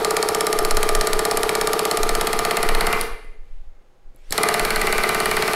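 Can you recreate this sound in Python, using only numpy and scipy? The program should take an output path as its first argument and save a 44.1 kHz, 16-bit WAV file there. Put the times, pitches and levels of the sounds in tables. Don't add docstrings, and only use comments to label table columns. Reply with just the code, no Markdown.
import sys
import numpy as np
from scipy import signal
from scipy.fft import rfft, irfft
from scipy.io import wavfile
from scipy.ndimage import uniform_filter1d

SR = 44100
rng = np.random.default_rng(int(sys.argv[2]) if len(sys.argv) > 2 else 0)


def voltage_ratio(decibels):
    exponent = np.asarray(decibels, float) / 20
    return 10 ** exponent


def dump(signal):
    limited = np.clip(np.atleast_2d(signal).T, -1, 1)
    pcm = np.round(limited * 32767).astype(np.int16)
    wavfile.write(sys.argv[1], SR, pcm)


N = 244755
LEAD = SR // 2
TOUCH = SR // 40


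def on_log(table, hz):
    f, v = np.transpose(table)
    return np.interp(np.log(hz + 1), np.log(f), v)


def unit(x):
    return x / np.sqrt(np.mean(x ** 2))


def colour(x, table):
    gain = voltage_ratio(on_log(table, np.fft.rfftfreq(len(x), 1 / SR)))
    return irfft(rfft(x) * gain, len(x))


def through(x, h):
    return signal.fftconvolve(x, h)[:len(x)]


def highpass(x, order, hz):
    return signal.sosfilt(signal.butter(order, hz, "high", fs=SR, output="sos"), x)


def ring(modes, crowd_db, sense=0):
    t, h = np.arange(SR // 3) / SR, 0
    for k, (hz, db, t60) in enumerate(modes):
        near_hz = hz * (1 + rng.uniform(-.04, .04, (3, 1)))
        crowd = voltage_ratio(crowd_db) * np.sin(2 * np.pi * near_hz * t).T @ [1, -1, 1]
        sign = sense[k % len(sense)] if sense else rng.choice([-1, 1])
        tone = np.sin(2 * np.pi * hz * t) + crowd
        h = h + sign * voltage_ratio(db) * tone * 1000. 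** (-t / t60)
    return h / np.sqrt(np.sum(h ** 2))


def strike(s, db, shapes):
    x = np.zeros(N + LEAD + SR)
    for at, g, shape in zip(np.round(s * SR).astype(int) + LEAD, voltage_ratio(db), shapes):
        x[at:at + len(shape)] += g * shape
    return x[:N + LEAD]


def chatter(count, length_s, fall_s, same):
    t = np.arange(TOUCH) / SR
    held = 1 + 3.22 * np.exp(-t / 0.00031)
    shape = np.where(t < length_s, held, 0.35 * np.exp(-(t - length_s) / fall_s))
    same = np.clip(same, 0, 1)
    repeated = np.sqrt(same) * rng.standard_normal(TOUCH)
    fresh = np.sqrt(1 - same) * rng.standard_normal((count, TOUCH))
    return shape * (repeated + fresh)


def push(s, length_s):
    return np.r_[np.zeros(int(s * SR)), np.hanning(int(length_s * SR) + 3)]


def contact(force):
    return np.pad(force, (0, TOUCH))[:TOUCH]


def wander(s, db, shapes, modes, crowd_db, sense):
    turns_s, scatter_rad = .25, .15
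    turn = 2 * np.pi * turns_s * s + scatter_rad * rng.standard_normal(len(s))
    share = (1 + np.sin(turn)[:, None]) / 2
    return sum(through(strike(s, db, w * shapes), ring(modes, crowd_db, sense)) for w in (share, 1 - share))


def swell(rows, rise_db_s, fall_db_s):
    t, gain = (np.arange(N + LEAD) - LEAD) / SR, 0
    for r in rows:
        held_db = np.interp(t, r[:2], [r[2], r[-1]])
        rise_db = rise_db_s * np.maximum(r[0] - t, 0)
        fall_db = fall_db_s * np.maximum(t - r[1], 0)
        gain = gain + voltage_ratio(held_db - rise_db - fall_db)
    return gain


def hiss(gain, spectrum):
    return gain * unit(colour(rng.standard_normal(N + LEAD), spectrum))


# first blow in seconds, cycle in seconds, number of blows.
RUNS = [
    (-.4331, .06008, 14),
    (.408, .06031, 13),
    (1.192, .06006, 11),
    (1.8527, .05976, 19),
    (3.0118, .06, 1),
    (4.324, .055, 1),
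    (4.3792, .0541, 4),
    (4.5956, .05488, 4),
    (4.8151, .05531, 14),
]
# time in seconds, steel crack in dB, push into the work in dB,
# sheet pressed home from 0 to 1.
GRIP = [(0, -18.5, 1, 0.14), (1, -17.5, 1, 0.08), (2.35, -18, 0.5, 0.49), (2.6, -18.5, 1.5, 0.68),
        (2.93, -20.5, 1, 0.96), (3.01, -36, -9.5, 0.6), (4.324, -17.5, -9, 0.1), (4.379, -14.5, 3, 0.8),
        (4.6, -18.5, -0.5, 0.92), (5, -19.5, -0.5, 1), (5.55, -21.5, -0.5, 0.97)]


def blows():
    s, cycle_s = np.transpose([(first + k * cycle, cycle) for first, cycle, count in RUNS for k in range(count)])
    at, *columns = np.transpose(GRIP)
    return s, cycle_s, *(np.interp(s, at, c) for c in columns)


# frequency in Hz, level in dB, t60 in seconds.
STEEL_MODES = [(1850, -7.5, 0.0062), (2290, -7, 0.0061), (3160, -11.5, 0.0054), (4015, -3.5, 0.0022),
               (4520, -2.5, 0.0038), (8890, -2.5, 0.0023), (9840, -9, 0.0052), (10830, -4, 0.0048),
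               (11990, -10.5, 0.0064), (13200, -14.5, 0.0064), (14600, -26, 0.003)]
# frequency in Hz, level in dB, t60 in seconds.
SHANK_MODES = [(5426, 1, 0.0069), (5140, -2, 0.005), (6520, -3, .003), (7360, -2, 0.0035), (7770, -5, .003)]


def steel_crack(s, crack_db, home):
    n = len(s)
    hit = strike(s - .0003, crack_db + 1, chatter(count=n, length_s=.0027, fall_s=.006, same=.5))
    shank = strike(s - .0003, crack_db - 9.5 * home, chatter(count=n, length_s=.0027, fall_s=.004, same=.7))
    crack = through(hit, ring(STEEL_MODES, crowd_db=-15)) + through(shank, ring(SHANK_MODES, crowd_db=-21))
    return highpass(crack, 2, 1600)


# frequency in Hz, level in dB, t60 in seconds.
FACE_MODES = [(375, -5, 0.041), (726, -3.5, .025), (1240, -2, .022), (1530, 0.5, 0.016), (2110, -8.5, .015),
              (2920, -10, .012)]


def face_clack(s, push_db):
    face = contact(push(0, 0.00035)) + 0.12 * chatter(count=len(s), length_s=0.0034, fall_s=0.004, same=.3)
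    return through(strike(s + .00299, push_db - 31.5, face), ring(FACE_MODES, crowd_db=-9, sense=[1]))


# frequency in Hz, level in dB, t60 in seconds.
BENCH_MODES = [(330.2, -11, 0.2), (347, -15.5, 0.3), (385.4, -1.5, 0.12), (415.5, -2.5, 0.12),
               (444.7, -2, 0.14), (574.5, -4.5, 0.17), (628, 1, 0.082), (683, 3.5, 0.082), (735, -0.5, .06),
               (791.6, 0, 0.087), (849, 1.5, 0.062), (901, 2, 0.041), (995, -2, 0.051), (1098, 0.5, 0.036),
               (1151, -6, 0.054), (1195, 7, 0.087), (1262, 4.5, 0.045), (1319, 2, 0.034), (1452, 3, 0.048),
               (1767, -0.5, 0.063)]
BENCH_SIGNS = [1] * 5 + [1, -1, -1, 1] * 4


def bench_knock(s, push_db):
    knock = contact(push(0.002002, 0.00042))
    slip = knock + .1 * chatter(count=len(s), length_s=0.0041, fall_s=0.029, same=0)
    bench = wander(s, push_db - 12, slip, BENCH_MODES, crowd_db=-10.5, sense=BENCH_SIGNS)
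    return highpass(bench, 4, 255)


# frequency in Hz, level in dB, t60 in seconds.
FRAME_MODES = [(126.4, -16, 0.029), (171, -4, 0.24), (218.6, -8, 0.36), (254, -13, 0.34)]


def frame_boom(s, push_db, home):
    force = strike(s, -32.5 + push_db / 2 + 5 * home, [push(0.006, 0.00066)] * len(s))
    return through(force, ring(FRAME_MODES, crowd_db=-11.0))


# frequency in Hz, level in dB, t60 in seconds.
SHEET_MODES = [(1084, -3, 0.084), (1285, -5.5, .08), (1531, 0.5, 0.093), (1607, -8, 0.088), (1840, -8, .08),
               (1963, -3.5, .1), (2035, -1.5, 0.16), (2081, -1, .12), (2249, -1.5, 0.087), (2374, 0.5, .12),
               (2498, -5, 0.082), (2696, -5.5, 0.064), (2886, -4, 0.099), (3048, -5.5, .07)]


def sheet_slap(s, cycle_s, push_db, home):
    n, sheet_db = len(s), push_db - 26.5 + 20 * home
    slap = contact(push(0.002006, 0.00014)) + 0.18 * chatter(count=n, length_s=0.0055, fall_s=0.014, same=0)
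    rattle = 0.22 * chatter(count=n, length_s=0.008, fall_s=0.01, same=0)
    both_s, both_db = np.r_[s, s + .55 * cycle_s], np.r_[sheet_db, sheet_db - 8]
    return wander(both_s, both_db, np.r_[slap, rattle], SHEET_MODES, crowd_db=-2.0, sense=[1, 1, -1, -1])


# frequency in Hz, level in dB, t60 in seconds.
BACK_MODES = [(378.3, -6.5, 0.089), (432.6, 4.5, 0.071), (700, -1, 0.037), (832, -4.5, .04)]


def return_stroke(s, cycle_s, push_db, home):
    n, back_db = len(s), push_db - 25.5 - 2.5 * home
    tick = chatter(count=n, length_s=0.0011, fall_s=0.0011, same=0.13)
    tick = through(strike(s + .64 * cycle_s, back_db - 12.5, tick), ring(STEEL_MODES[-4:], crowd_db=-11.0))
    cushion = push(0, 0.01)
    rocking = np.sin(2 * np.pi * 425 * np.arange(len(cushion)) / SR)
    cushion = cushion * (rocking + 1.3 * rng.standard_normal((n, len(cushion))))
    thump_s = s + .445 * cycle_s + .0002 * rng.standard_normal(n)
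    return tick + wander(thump_s, back_db - 5.5, cushion, BACK_MODES, crowd_db=-13, sense=[1])


def hammer():
    s, cycle_s, crack_db, push_db, home = blows()
    work = face_clack(s, push_db) + bench_knock(s, push_db) + frame_boom(s, push_db, home)
    work = work + sheet_slap(s, cycle_s, push_db, home)
    return steel_crack(s, crack_db, home) + work + return_stroke(s, cycle_s, push_db, home)


# start in seconds, end in seconds, first level in dB, last level in dB.
VALVE_OPEN = [
    (-.5, 3.034, -34.5, -32),
    (4.325, 5.6, -30.5, -28),
]
# frequency in Hz, level in dB per Hz.
EXHAUST_COLOUR = [(1500, 4.5), (3300, -0.5), (4600, 0.5), (5500, -4), (6800, -8.5), (9800, -5), (12000, -6),
                  (13800, -13), (15500, -17)]


def exhaust():
    return hiss(swell(VALVE_OPEN, rise_db_s=900, fall_db_s=207), EXHAUST_COLOUR)


# time in seconds, tick in dB, thud in dB, ring in Hz.
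TRIGGER_TICKS = [
    (3.0117, -23.5, -70, 10000),
    (3.246, -64, -51, 10800),
    (4.147, -70, -54, 4500),
    (4.161, -58, -62, 11800),
    (4.3075, -31.5, -38.5, 7800),
]


def trigger():
    s, tick_db, thud_db, hz = np.transpose(TRIGGER_TICKS)
    rings = []
    for touch, f in zip(chatter(count=len(s), length_s=.0015, fall_s=.003, same=0), hz):
        small_part = ring([(f, 0, .0035)], crowd_db=-4) + ring(STEEL_MODES[3:], crowd_db=-3)
        rings.append(np.convolve(touch, small_part[:800]))
    body = ring([(131, -10, 0.046), (298, 0.5, 0.018), (540, -5.5, 0.04)], crowd_db=-2)
    thuds = strike(s, thud_db, [push(0, 0.0016)] * len(s))
    return strike(s, tick_db, rings) + through(thuds, body)


# start in seconds, end in seconds, first level in dB, last level in dB.
LEAK_TIMES = [
    (3.45, 3.66, -67.5, -70.5),
    (4.17, 4.28, -69, -62),
    (4.29, 4.305, -62, -61),
]
# frequency in Hz, level in dB per Hz.
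LEAK_SPECTRUM = [(900, -13), (1900, -4), (2300, -6), (2800, -4), (4600, -11), (5400, -15), (6200, -17),
                 (8000, -17), (10000, -19), (15000, -30.5)]


def leaks():
    return hiss(swell(LEAK_TIMES, rise_db_s=400, fall_db_s=400), LEAK_SPECTRUM)


# start in seconds, end in seconds, first Hz, last Hz, level in dB.
WHISTLE_GLIDES = [
    (3.44, 3.52, 11300, 11700, -82),
    (4.165, 4.23, 2250, 2350, -68),
    (4.17, 4.24, 6300, 7300, -74),
    (4.17, 4.3, 7600, 9000, -73),
    (4.25, 4.3, 5400, 6400, -67),
    (4.17, 4.21, 11800, 12200, -78),
]


def whistles():
    t, out = (np.arange(N + LEAD) - LEAD) / SR, 0
    for start, end, hz0, hz1, db in WHISTLE_GLIDES:
        flutter = unit(uniform_filter1d(rng.standard_normal(len(t)), size=150))
        phase = 2 * np.pi * np.cumsum(np.interp(t, [start, end], [hz0, hz1])) / SR
        out = out + swell([(start, end, db)], rise_db_s=400, fall_db_s=400) * flutter * np.sin(phase)
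    return out


# start in seconds, end in seconds, level in dB.
GUST_TIMES = [(.6, .65, -20), (.75, .77, -11), (.84, .9, -24), (.94, .99, -12.5), (1.15, 1.18, -17.5),
              (1.35, 1.45, -27), (1.6, 1.68, -37), (2.03, 2.08, -22), (2.11, 2.19, -13.5), (2.35, 2.4, -17),
              (2.63, 2.78, -19), (2.82, 3, -22), (3.09, 3.13, -21), (3.22, 3.3, -32), (3.4, 3.7, -30),
              (4.05, 4.12, -39.5), (4.28, 4.31, -27), (4.63, 4.74, -25.5), (4.79, 4.83, -21), (4.9, 5, -23),
              (5.16, 5.3, -30), (5.34, 5.37, -30)]
# frequency in Hz, level in dB per Hz.
BUFFET_SPECTRUM = [(3, -18.5), (10, 6), (22, 3.5), (35, -19.5), (50, -21), (80, -33), (130, -55.5),
                   (200, -82.5)]


def buffeting():
    return hiss(voltage_ratio(-45) + swell(GUST_TIMES, rise_db_s=351, fall_db_s=296), BUFFET_SPECTRUM)


# frequency in Hz, t60 in seconds.
ECHO_T60 = [(150, 0.29), (400, 0.96), (1000, 0.48), (2500, 0.78), (5000, 0.55), (9000, 0.73), (14000, 0.29)]
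# frequency in Hz, level in dB.
ECHO_DB = [(150, -15), (400, -9), (1000, 3.5), (2500, -6.5), (5000, -11.5), (9000, -15.5), (14000, -14.5)]


def garage():
    t, h = np.arange(SR) / SR, 0
    for hz in 90 * 2 ** np.arange(0, 7.6, .5):
        band = signal.butter(2, [hz / 2 ** .25, hz * 2 ** .25], "band", fs=SR, output="sos")
        echoes = signal.sosfilt(band, rng.standard_normal(SR))
        t60 = on_log(ECHO_T60, hz)
        h = h + voltage_ratio(on_log(ECHO_DB, hz)) * echoes * 1000. ** (-t / t60) / np.sqrt(t60 * SR / 14)
    spectrum = rfft(h)
    fine, broad = (uniform_filter1d(abs(spectrum) ** 2, size=k) for k in (30, 400))
    even = irfft(spectrum * np.sqrt(broad / fine), SR)
    return even * np.clip((t - .004) / 0.016, 0, 1) * (t < .9)


# frequency in Hz, level in dB per Hz.
ROOM_COLOUR = [(35, -46), (60, -12.5), (308, -20.5), (363, -15), (458, -20), (492, -17), (822, -22),
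               (903, -25.5), (991, -24), (5590, -41), (16000, -51.5)]
# frequency in Hz, level in dB rms.
MACHINE_LINES = [(360.7, -83), (500.6, -78), (818.3, -73), (6546, -87.5)]


def room_tone():
    t = np.arange(N + LEAD) / SR
    lines = sum(voltage_ratio(db) * np.sqrt(2) * np.sin(2 * np.pi * hz * t) for hz, db in MACHINE_LINES)
    return hiss(voltage_ratio(-60.5), ROOM_COLOUR) + lines


# frequency in Hz, side minus mid in dB.
SIDE_COLOUR = [(60, -24), (110, -21), (200, -27), (380, -39), (700, -36), (1290, -36), (2380, -28),
               (4400, -25), (8120, -21), (15000, -21)]


def stereo_side(mid):
    smear = rng.standard_normal(900) * np.hanning(900)
    patches = np.repeat(rng.random(len(mid) // 1024 + 1) < .3, 1024)[:len(mid)]
    side = colour(through(mid, smear / np.sqrt(np.sum(smear ** 2))), SIDE_COLOUR)
    return voltage_ratio(3.5) * uniform_filter1d(1. * patches, size=600) * np.roll(side, -450)


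def scene():
    near = hammer() + exhaust() + trigger() + leaks() + whistles()
    mid = near + through(near, garage()) + room_tone()
    side = stereo_side(mid)
    mid = mid + buffeting()
    return np.array([mid + side, mid - side])[:, LEAD:]


def top_cut(x):
    return signal.sosfilt(signal.butter(12, 16820, fs=SR, output="sos"), x)


def record(dry):
    limited = np.tanh(1.9 * dry) / 1.9
    top = signal.cheby1(6, 1, 15600, fs=SR, output="sos")
    mix = signal.sosfilt(top, limited)
    return top_cut(mix)


dry = scene()
out = record(dry)
dump(out)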